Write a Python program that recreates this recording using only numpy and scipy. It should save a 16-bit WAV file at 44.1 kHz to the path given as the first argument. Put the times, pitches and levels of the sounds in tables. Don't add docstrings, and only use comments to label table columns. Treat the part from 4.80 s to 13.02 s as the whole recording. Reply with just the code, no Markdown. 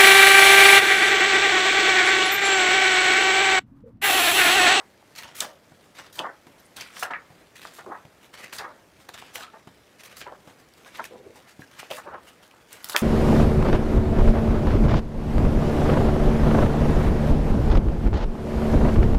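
import sys
import numpy as np
from scipy import signal
from scipy.fft import rfft, irfft
from scipy.io import wavfile
from scipy.ndimage import uniform_filter1d

SR = 44100
rng = np.random.default_rng(int(sys.argv[2]) if len(sys.argv) > 2 else 0)


def gain_from_decibels(decibels):
    exponent = np.asarray(decibels, float) / 20
    return 10 ** exponent


def to_wav(sig):
    pcm = np.clip(np.atleast_2d(sig), -1, 1) * 32767
    pcm = np.round(pcm).astype(np.int16)
    wavfile.write(sys.argv[1], SR, pcm.T)


N = 362502
FRAME, HOP = 256, 64
BIN_HZ = np.fft.rfftfreq(FRAME, 1 / SR)[:, None]

# frequency in Hz, density in dB per Hz.
FLOOR_SPECTRUM = [(25, -0.5), (260, -0.5), (600, -1.5), (1000, -10.5), (2200, -12), (3000, -21),
                  (6000, -24), (10500, -27), (16000, -30)]
FLOOR_DB = -57.5

# frequency in Hz, T60 in seconds.
ROOM_T60 = [(200, .3), (1000, 0.17), (4000, 0.14), (12000, 0.11)]
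ROOM_DB = -11

# peak time, rise and fall in seconds, level in dB.
GUSTS = [
    (3.05, .15, .2, -72),
    (3.4, .15, .2, -71),
    (4.16, .1, .15, -63),
    (5.0, .12, .2, -68),
    (5.5, .2, .25, -62),
    (6.46, .1, 0.14, -57),
    (7.3, .15, 0.29, -62),
]
GUST_HZ, GUST_OCTAVES = 65, 1.2

# peak time in seconds, peak in dB, slap over push in dB, push in Hz.
PATS = [
    (0.9205, -42, -1, 220),
    (1.6694, -39, 0, 230),
    (2.5054, -41, -1, 140),
    (3.2521, -38, -3, 150),
    (4.8737, -36, -1, 200),
    (5.6752, -37.5, 0, 210),
    (6.7948, -33, -10, 250),
]

# frequency in Hz, density in dB per Hz.
RUB_SPECTRUM = [(600, 6), (1800, 13), (3000, 10), (5000, 4.5), (8000, -0.5), (16000, -11)]
# peak time, rise and fall (for 20 dB) in seconds, level and
# brightness in dB.
GRIPS = [(.353, 0.002, 0.03, -49, -8), (.389, 0.022, 0.054, -39.5, -8), (.437, 0.01, 0.15, -44, -12.5),
         (.362, .003, .1, -45, -8), (1.152, .008, .3, -54, -9), (1.187, 0.027, 0.08, -41.5, -12),
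         (1.27, 0.12, 0.036, -53, -11.5), (1.965, 0.0038, 0.12, -42, -7.5),
         (2.011, 0.047, 0.085, -40.5, -10.5), (2.06, .05, 0.59, -54.5, -11.5),
         (2.757, 0.0055, 0.093, -45.5, -8), (6.175, 0.036, 0.017, -50, 2), (6.075, .03, 0.04, -56, -2),
         (2.82, 0.013, 0.3, -48.5, -8.5), (2.879, 0.083, 0.037, -48, -11),
         (3.54, 0.0071, 0.051, -43, -10.5), (3.58, 0.0052, 0.18, -46.5, -10), (3.645, .11, 0.087, -45, -11),
         (4.288, .002, 0.031, -46, -10), (4.342, 0.0088, 0.043, -40.5, -11),
         (4.385, 0.019, 0.11, -48.5, -8.5), (4.45, 0.12, 0.38, -52.5, -12.5),
         (5.328, 0.13, 0.038, -50, -10), (6.063, 0.028, 0.57, -54.5, -11),
         (6.148, 0.0099, 0.14, -43, -12.5), (6.914, 0.0056, .33, -54, -10.5),
         (6.996, 0.022, 0.044, -39.5, -8.5), (7.04, .033, 0.24, -52.5, -11), (7.932, 0.052, 0.2, -46.5, -8)]
SLIDES = [(.622, 0.027, 0.073, -35.5, -6.5), (1.392, 0.035, 0.061, -42.5, -9), (2.19, 0.081, .03, -43, -7),
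          (2.233, 0.018, 0.036, -32.5, -6.5), (2.993, 0.055, 0.04, -50, -15),
          (3.73, 0.0067, .04, -39.5, -4.5), (3.785, 0.0099, 0.06, -36.5, -10), (4.558, .02, 0.038, -35, -6),
          (4.64, 0.061, 0.067, -43.5, -15), (5.372, 0.024, .04, -47.5, -9),
          (5.418, 0.022, 0.061, -42, -13.5), (6.256, 0.037, 0.04, -44, -7.5),
          (7.106, .005, 0.13, -40.5, -9.5), (8.098, .004, 0.15, -38.5, -4),
          (8.151, 0.0063, 0.033, -37, -21), (2.308, .002, 0.05, -44, -16), (2.338, .002, 0.054, -45, -23),
          (7.27, .01, 0.047, -55, -23), (7.345, .03, 0.067, -51.5, -27), (8.175, 0.023, 0.067, -31.5, 1)]
# peak time in seconds, level in dB.
TOUCHES = [(1.04, -64), (1.796, -57), (3.436, -55.5), (4.208, -57), (5.69, -56.5), (5.8, -57.5),
           (5.98, -57), (6.565, -52.5), (6.693, -53), (6.813, -55.5), (7.436, -61), (7.481, -50.5),
           (7.633, -52.5)]
TOUCH_RISE_S, TOUCH_FALL_S, TOUCH_BRIGHT_DB = 0.034, 0.093, -8
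# start and length in seconds, level and brightness in dB.
RUNS = [(0.553, 0.07, -43, -4), (1.329, 0.056, -49.5, -3.5), (2.196, 0.014, -41, -3),
        (2.937, 0.049, -51, -3), (3.729, 0.039, -43, -5), (4.543, 0.092, -48.5, -5.5),
        (5.191, 0.022, -52.5, -9.5), (5.236, .028, -50.5, -5.5), (5.368, 0.039, -47, -3),
        (7.122, 0.062, -47.5, -3), (8.047, 0.12, -48.5, -5)]
RUN_RISE_S, RUN_FALL_S = 0.0064, 0.044
RUB_REST_DB, REST_BRIGHT_DB = -64.5, -9
DULLING_DB = -2
RISE_CURVE, FALL_CURVE = 1, 0.84

# start and length in seconds, level in
# dB, pitch in Hz.
FOLDS = [(0.631, 0.16, -45, 563), (3.062, 0.064, -40, 426), (3.116, 0.067, -38, 840),
         (4.622, 0.092, -44.5, 1230), (6.307, 0.056, -43.5, 417), (6.38, 0.087, -46.5, 442),
         (6.454, 0.07, -44.5, 430), (6.817, 0.033, -43, 1616), (7.107, 0.062, -33.5, 546),
         (5.467, 0.039, -43.5, 463), (5.514, .04, -45, 545), (7.272, 0.049, -43.5, 423),
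         (4.342, 0.016, -40.5, 683), (1.779, .008, -60, 10200), (1.796, .012, -52, 11800),
         (1.849, .025, -57, 9300)]
FOLD_WIDTH_HZ, FOLD_FADE_DB = 150, -14
FOLD_GLIDE = 0.05

# peak time, rise and fall in seconds, level in dB, centre in Hz.
BENDS = [(.383, 0.026, 0.37, -45, 1490), (1.191, 0.006, 0.048, -36, 1030),
         (1.981, 0.0098, 0.069, -37.5, 1300), (2.161, 0.032, 0.085, -48, 1500),
         (2.856, 0.01, 0.027, -35.5, 1060), (3.544, 0.009, 0.019, -45, 1380),
         (3.598, 0.032, 0.19, -46, 1060), (4.3, 0.012, 0.031, -46, 850), (4.34, 0.014, 0.042, -55, 1350),
         (4.74, 0.0088, 0.051, -35.5, 970), (4.765, .02, 0.042, -40, 980), (5.238, 0.032, 0.22, -48, 1070),
         (5.681, 0.011, 0.15, -48, 750), (6.064, 0.0071, 0.04, -35.5, 1360),
         (6.565, 0.012, 0.089, -47, 806), (6.681, 0.07, 0.075, -44, 1280), (6.795, .016, .4, -64, 480),
         (6.998, 0.21, 0.1, -48, 1250), (7.495, 0.18, 0.15, -47, 1050), (7.633, 0.058, 0.93, -52.5, 1170),
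         (7.932, 0.041, 0.24, -44.5, 1230), (8.076, 0.26, 0.14, -62, 1060)]
WOBBLES = [(.004, 0.046, 0.052, -34, 1030), (.624, 0.018, 0.02, -22.5, 1050),
           (.645, 0.028, 0.089, -33.5, 900), (1.405, 0.026, 0.072, -22, 760),
           (1.445, 0.012, 0.05, -19.5, 1040), (1.47, 0.046, 0.015, -23, 1160),
           (1.49, .02, 0.07, -31.5, 1130), (2.227, 0.0034, 0.092, -22, 1200),
           (2.307, 0.002, 0.03, -21.5, 1290), (2.317, .02, 0.038, -25.5, 1360),
           (2.343, 0.005, 0.06, -24, 1690), (2.39, .03, 0.097, -40, 1800), (2.987, 0.0046, 0.039, -26, 900),
           (3.065, 0.0067, 0.11, -35, 710), (3.048, 0.017, 0.026, -41, 493),
           (3.092, 0.041, 0.083, -36, 500), (3.15, 0.034, 0.062, -31, 1210),
           (3.12, 0.016, 0.067, -25.5, 1030), (3.73, 0.0079, 0.021, -32, 1530),
           (3.8, 0.0076, 0.087, -25.5, 1080), (3.85, 0.045, 0.077, -27, 1240), (3.92, .03, 0.05, -41, 1250),
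           (4.556, 0.0065, 0.07, -33, 960), (4.61, 0.034, 0.032, -32, 900),
           (5.525, 0.0091, 0.066, -36.5, 725), (5.466, 0.011, 0.073, -32.5, 750),
           (5.482, 0.0089, 0.033, -30.5, 1610), (6.198, 0.011, 0.036, -21, 1110),
           (6.315, 0.0075, 0.22, -41, 454), (6.36, 0.033, .03, -37, 430), (6.475, 0.044, 0.096, -40.5, 432),
           (7.118, 0.02, 0.0078, -29, 710), (7.19, 0.024, 0.039, -28, 1270),
           (7.273, 0.023, 0.1, -29.5, 760), (7.351, 0.1, 0.056, -29, 920), (8.135, 0.1, 0.038, -37.5, 990),
           (8.148, 0.0061, 0.03, -17, 900), (8.157, 0.011, 0.073, -16.5, 1230)]
FLEX_REST_DB, FLEX_REST_HZ = -63.5, 900
SAG_OCTAVES = -0.023
SHEET_TOP_HZ = 1950

# peak time in seconds, peak in dB, ring in Hz.
CORNER_POPS = [(.2284, -42, 750), (.4541, -35, 1000), (1.1904, -30, 1660), (1.9633, -43, 2200),
               (2.1711, -31, 1210), (2.8528, -24, 1300), (3.6608, -35, 2090), (4.2917, -29, 800),
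               (4.3775, -32, 1610), (4.4245, -34, 780), (6.0662, -39, 1570), (6.1567, -30, 1850),
               (6.559, -46, 410), (6.8215, -32, 1700), (7.0311, -28, 730), (7.7409, -40, 820),
               (8.0446, -33, 1490)]
SHEET_POPS = [(1.444, -23, 1200), (2.2268, -13, 1250), (2.3068, -30, 1700), (2.3366, -14.5, 1900),
              (2.99, -29, 990), (3.0634, -32, 990), (3.1211, -27, 900), (3.7296, -32, 1610),
              (3.7998, -27, 1270), (4.5588, -24, 1830), (4.6377, -29, 1250), (5.4147, -32, 1600),
              (5.462, -36, 900), (5.4676, -33, 1980), (5.526, -37, 800), (6.1968, -20, 990),
              (6.2071, -26, 600), (7.1051, -28, 600), (7.1159, -23, 580), (7.1225, -24, 900),
              (7.1846, -29, 900), (7.2767, -31, 1530), (7.3473, -28, 1250), (8.1479, -18, 800),
              (8.1524, -14, 1200), (8.1649, -12, 1300), (8.1695, -25, 600), (1.4615, -22, 1300)]
CORNER_T60_S, SHEET_T60_S = 0.009, 0.014

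# peak time in seconds, peak in dB, frequency in Hz.
CRACKS = [(.3522, -39, 2200), (.4012, -33, 2200), (.4253, -29, 1800), (.4339, -29, 2600),
          (.4541, -36, 1300), (.4595, -37, 900), (2.2292, -22, 2300), (2.2312, -21, 2000),
          (5.4148, -33, 2300), (6.558, -42, 900), (6.592, -42, 1600), (7.1845, -36, 1700),
          (2.7955, -35, 1500), (2.8177, -33, 2400), (2.8528, -31, 1800), (3.0634, -35, 1100),
          (4.2917, -30, 1700), (4.3775, -42, 1600), (4.3855, -35, 1300), (4.4245, -33, 900),
          (5.4755, -32, 600), (5.5235, -35, 620), (8.0965, -22, 1200)]
CRACK_CYCLES, CRACK_EDGE_DB = 0.55, -7

# peak time in seconds, peak in dB, centre in Hz, top octave in dB,
# length in seconds.
SNAPS = [(.3858, -28, 4390, -14, .008), (.6062, -15, 3800, -20, .007), (.6060, -11, 7500, -6, .007),
         (1.3922, -15, 3100, -34, .006), (2.0106, -25, 4720, -12, .009), (2.2328, -19, 2520, -10, .007),
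         (3.7272, -27, 3000, -14, .005), (3.7867, -23, 4570, -9, .008), (4.5578, -21, 2820, -5, .007),
         (4.6337, -31, 3530, -13, .008), (5.4148, -29, 2970, -12, .007), (6.2424, -20, 2610, 0, .0028),
         (7.115, -21, 2900, -11, .008), (7.9297, -22, 7450, 2, .0028), (8.0445, -18, 4690, 5, .005),
         (8.0885, -23, 7000, 4, .0028), (8.097, -16, 4390, 3, .004), (8.1341, -25, 4000, -10, .008),
         (8.1643, -1, 2900, -2, .002), (8.1658, -16, 2900, 5, .003), (8.181, -24, 9000, 0, .006)]
# peak time in seconds, peak in dB, centre in Hz, top octave in dB.
TICKS = [(.353, -37, 5000, -12), (.3607, -32, 5510, -9), (.4256, -34, 4500, 2), (.4339, -35, 5000, 0),
         (1.1902, -33, 2520, -7), (1.8640, -43, 9500, -2), (2.1681, -28, 2520, -13),
         (2.796, -40, 2600, -14), (2.8177, -33, 4200, -8), (2.873, -36, 4500, -10),
         (3.2538, -41, 2950, -15), (3.4454, -40, 2840, -10), (3.593, -36, 2520, -9),
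         (4.2917, -28, 4200, -10), (4.3777, -34, 3100, -9), (4.4244, -37, 2520, -12),
         (5.2363, -33, 2630, 0), (6.048, -38, 2500, -6), (7.196, -38, 9000, 0), (6.9955, -32, 1500, -14),
         (5.888, -45, 7000, -2), (5.9382, -39, 4670, -1), (6.1566, -34, 3320, -11), (6.876, -45, 5000, -8),
         (6.9143, -41, 5680, -15), (7.0309, -31, 2300, -5), (7.1044, -30, 2820, -10),
         (7.6334, -41, 2560, -4), (7.679, -46, 7900, 0), (7.7127, -38, 2520, -5), (7.749, -46, 7900, 0),
         (8.028, -41, 10000, 0), (8.033, -40, 11000, 0), (8.038, -40, 4500, -12), (1.979, -33, 3500, -10),
         (2.1975, -34, 7000, -4), (3.576, -39, 2500, -12), (4.385, -37, 2500, -14),
         (5.3705, -36, 4800, -12)]
TICK_S = 0.003
RUSTLE_DB, RUSTLE_DB_PER_MS = -33, 1.0

MIC_LOW_HZ, MIC_TOP_HZ = 70, 15700


def evened(x):
    return x / np.sqrt(np.mean(x ** 2) + 1e-20)


def peaked(x):
    return x / abs(x).max()


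def read(points, hz):
    f, value = np.transpose(points)
    return np.interp(np.log(hz + 1), np.log(f + 1), value)


def band(x, hz, octaves):
    edges = np.clip(hz * 2. ** np.array([-octaves / 2, octaves / 2]), 30, 21000)
    return signal.sosfilt(signal.butter(N=1, Wn=edges, btype="band", fs=SR, output="sos"), x)


def steep_band(x, hz, octaves):
    return band(band(x, hz, octaves), hz, octaves)


def add(mix, s, sound):
    part = mix[round(s * SR):][:len(sound)]
    part += sound[:len(part)]


def add_peak(mix, s, db, sound):
    top = abs(sound).argmax()
    add(mix, s - top / SR, gain_from_decibels(db) * -sound / sound[top])


def smooth_field(shape, frames, bins):
    field = uniform_filter1d(rng.standard_normal(shape[::-1]), size=frames, axis=0)
    return evened(uniform_filter1d(field, size=bins, axis=1).T)


def lumps(samples):
    size = max(int(samples), 2)
    return evened(uniform_filter1d(uniform_filter1d(rng.standard_normal(N), size), size))


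def coloured(x, shape_db, patchy_db):
    z = signal.stft(x, nperseg=FRAME, noverlap=FRAME - HOP)[2]
    gain = gain_from_decibels(shape_db + patchy_db * smooth_field(z.shape, frames=24, bins=4))
    gain /= np.sqrt(np.mean(gain_from_decibels(shape_db) ** 2, axis=0))
    return signal.istft(z * gain, nperseg=FRAME, noverlap=FRAME - HOP)[1][:N]


def modal(depth_db, bins, frames):
    z = signal.stft(rng.standard_normal(N), nperseg=2048, noverlap=1536)[2]
    gain = gain_from_decibels(depth_db * smooth_field(z.shape, frames, bins))
    return evened(signal.istft(z * gain, nperseg=2048, noverlap=1536)[1][:N])


def strokes(rows, rest_db, rest_colour, drift):
    s, hold, rise, fall, db, colour = np.transpose(rows)[:, :, None]
    frame_s = np.arange(-(-N // HOP) + 1) * HOP / SR
    before = np.maximum(s - frame_s, 0) / np.maximum(rise, .002)
    after = np.maximum(frame_s - s - hold, 0) / np.maximum(fall, .005)
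    stroke_db = db - 20 * before ** RISE_CURVE - 20 * after ** FALL_CURVE
    power = gain_from_decibels(np.maximum(stroke_db, -150)) ** 2
    rest_power = gain_from_decibels(rest_db) ** 2
    total = power.sum(0) + rest_power
    blend = ((power * (colour + drift * after)).sum(0) + rest_power * rest_colour) / total
    return np.interp(np.arange(N) / SR, frame_s, 10 * np.log10(total)), blend


def floor():
    hz = np.fft.rfftfreq(N, 1 / SR)
    hiss = irfft(rfft(rng.standard_normal(N)) * gain_from_decibels(read(FLOOR_SPECTRUM, hz)), N)
    return gain_from_decibels(FLOOR_DB + 1.1 * lumps(4000)) * evened(hiss)


def room(x):
    taps = np.zeros(SR // 2)
    at = np.arange(220, len(taps) - 20, 12)
    taps[at + rng.integers(0, 12, len(at))] = rng.choice([-1., 1.], len(at))
    hz, t, z = signal.stft(taps, SR, nperseg=FRAME)
    decay = gain_from_decibels(-60 * t / read(ROOM_T60, hz)[:, None])
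    tail = signal.istft(z * decay, SR, nperseg=FRAME)[1]
    return signal.fftconvolve(x, tail / np.linalg.norm(tail))[:N]


def gusts():
    rows = [(s, 0, rise, fall, db, 0) for s, rise, fall, db in GUSTS]
    level_db, _ = strokes(rows, -120, 0, 0)
    return gain_from_decibels(level_db) * evened(steep_band(rng.standard_normal(N), GUST_HZ, GUST_OCTAVES))


def pats():
    out, t = np.zeros(N), np.arange(3000) / SR
    for (s, db, slap_db, hz), noise in zip(PATS, rng.standard_normal((len(PATS), 3000))):
        push = np.sin(2 * np.pi * hz * t) * np.exp(-(t * hz / .75) ** 2)
        push += .25 * np.sin(2 * np.pi * .6 * hz * t) * np.exp(-t / .005)
        push = push + 0.35 * np.roll(push, round(0.0069 * SR))
        puff = band(noise * np.exp(-t / 0.0078), 680, 0.86)
        add_peak(out, s, db + 3, peaked(push) + gain_from_decibels(slap_db) * peaked(puff))
    return out


def rub():
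    touches = [(s, 0, TOUCH_RISE_S, TOUCH_FALL_S, db, TOUCH_BRIGHT_DB) for s, db in TOUCHES]
    runs = [(s, hold, RUN_RISE_S, RUN_FALL_S, db, bright) for s, hold, db, bright in RUNS]
    peaks = [(s, 0, *rest) for s, *rest in list(GRIPS) + list(SLIDES)]
    level_db, bright_db = strokes(peaks + runs + touches, RUB_REST_DB, REST_BRIGHT_DB, DULLING_DB)
    slip_size = gain_from_decibels(2 * np.minimum(rng.exponential(1, N), 3.5))
    slips = slip_size * (rng.random(N) < 2000 / SR)
    grit = 1 + uniform_filter1d(slips, size=6) * 2
    drive = modal(1.8, bins=14, frames=8) * grit * gain_from_decibels(1.9 * lumps(130))
    tilt_octaves = np.log2(np.clip(BIN_HZ, 2500, 16000) / 6000)
    shape_db = read(RUB_SPECTRUM, BIN_HZ) + 0.97 * (bright_db + 11.0) * tilt_octaves
    return gain_from_decibels(level_db + 1.5) * coloured(evened(drive), shape_db, patchy_db=1.5)


def folds():
    out = np.zeros(N)
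    lowpass = signal.butter(N=2, Wn=FOLD_WIDTH_HZ / 2, fs=SR, output="sos")
    for (s, length, db, hz), noise in zip(FOLDS, rng.standard_normal((len(FOLDS), SR // 2))):
        u = np.arange(round(length * SR)) / (length * SR)
        turn = np.exp(2j * np.pi * np.cumsum(hz * (1 + FOLD_GLIDE * u)) / SR)
        slow = signal.sosfilt(lowpass, np.tile(noise.reshape(2, -1), 2))
        mode = evened(((slow[0] + 1j * slow[1])[-len(u):] * turn).real)
        fade = np.minimum(1, np.minimum(u * length / .004, (1 - u) / .15))
        add(out, s, gain_from_decibels(db + FOLD_FADE_DB * u) * fade * mode)
    return out


def flex():
    rows = [(s, 0, rise, fall, db, np.log2(hz)) for s, rise, fall, db, hz in list(BENDS) + list(WOBBLES)]
    level_db, octave = strokes(rows, FLEX_REST_DB, np.log2(FLEX_REST_HZ), SAG_OCTAVES)
    hz = 2 ** octave
    drive = modal(3.6, bins=3, frames=5) * gain_from_decibels(1.5 * lumps(80))
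    slope = np.where(BIN_HZ > hz, 6.5, 4.2)
    narrowing = (1100 / hz) ** 0.066
    crowd_db = -slope * np.log2((BIN_HZ + 40) / hz) ** 2 * narrowing
    top_hz = SHEET_TOP_HZ * (hz / 1200) ** 0.31
    stiff_db = -55 * np.maximum(np.log2((BIN_HZ + 40) / top_hz), 0)
    shape_db = np.maximum(crowd_db + stiff_db, -70)
    return gain_from_decibels(level_db - 7.5) * coloured(evened(drive), shape_db, patchy_db=1.6)


def buckles():
    out, t = np.zeros(N), np.arange(4000) / SR
    rows = [(*row, CORNER_T60_S) for row in CORNER_POPS] + [(*row, SHEET_T60_S) for row in SHEET_POPS]
    for (s, db, hz, t60_s), chance in zip(rows, rng.random((len(rows), 3))):
        ratios = np.array([.6, 1, 1.35]) * (.92 + 0.22 * chance)
        ring = np.sin(2 * np.pi * hz * ratios[:, None] * t) * gain_from_decibels([[-4], [0], [-6]])
        kick = 1 - np.exp(-(t * hz / 1.1) ** 2)
        add_peak(out, s, db - 3, ring.sum(0) * gain_from_decibels(-60 * t / t60_s) * kick)
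    return out


def cracks():
    out, t = np.zeros(N), np.arange(400) / SR
    for s, db, hz in CRACKS:
        jump = np.sin(2 * np.pi * hz * t) * np.exp(-t * hz / CRACK_CYCLES / 2)
        edge = np.cos(2 * np.pi * 5 * hz * t) * np.exp(-t * hz * 4)
        add_peak(out, s, db, jump + gain_from_decibels(CRACK_EDGE_DB) * edge)
    return out


def snaps():
    out, t = np.zeros(N), np.arange(4000) / SR
    rows = list(SNAPS) + [(*row, TICK_S) for row in TICKS]
    for (s, db, hz, top_db, length), noise in zip(rows, rng.standard_normal((len(rows), 4000))):
        phase = t / length
        burst = noise * phase ** (length / 0.004) * np.exp(-6.0 * phase)
        core = evened(steep_band(burst, hz, .7))
        wide = evened(steep_band(burst, 1.4 * hz, 2.4))
        top_hz = 9000 * 2 ** ((top_db + 15) / 70)
        top = steep_band(burst, top_hz, 1.3)
        crack = peaked(core + gain_from_decibels(-4 + top_db / 2) * wide) + gain_from_decibels(top_db - 5.5) * peaked(top)
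        rustle = evened(steep_band(noise[::-1], hz, .6)) * np.exp(-t / .03) * (1 - np.exp(-t / .004))
        rustle_db = RUSTLE_DB + RUSTLE_DB_PER_MS * length / 1e-3
        rustle_gain = gain_from_decibels(rustle_db) * np.sqrt(length / .006) * min(1, 4000 / hz)
        add_peak(out, s, db - 2, peaked(crack) + rustle_gain * rustle)
    return out


def scene():
    hits = steep_band(snaps() + buckles() + cracks(), 2500, 7.3) + pats()
    sheet = band(rub() + flex() + folds(), 1470, 17.1)
    tail = gain_from_decibels(ROOM_DB) * room(hits + gain_from_decibels(-9) * sheet)
    return (hits + sheet + tail + floor() + gusts())[None]


def band_limit(x):
    return signal.sosfilt(signal.butter(12, 17150, fs=SR, output="sos"), x)


def record(dry):
    high_pass = signal.butter(N=2, Wn=MIC_LOW_HZ, btype="high", fs=SR, output="sos")
    low_cut = signal.sosfilt(high_pass, dry)
    low_pass = signal.firwin(numtaps=127, cutoff=MIC_TOP_HZ, fs=SR)
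    top_cut = signal.oaconvolve(low_cut, low_pass[None], "same")
    return band_limit(top_cut)


dry = scene()
out = record(dry)
to_wav(out)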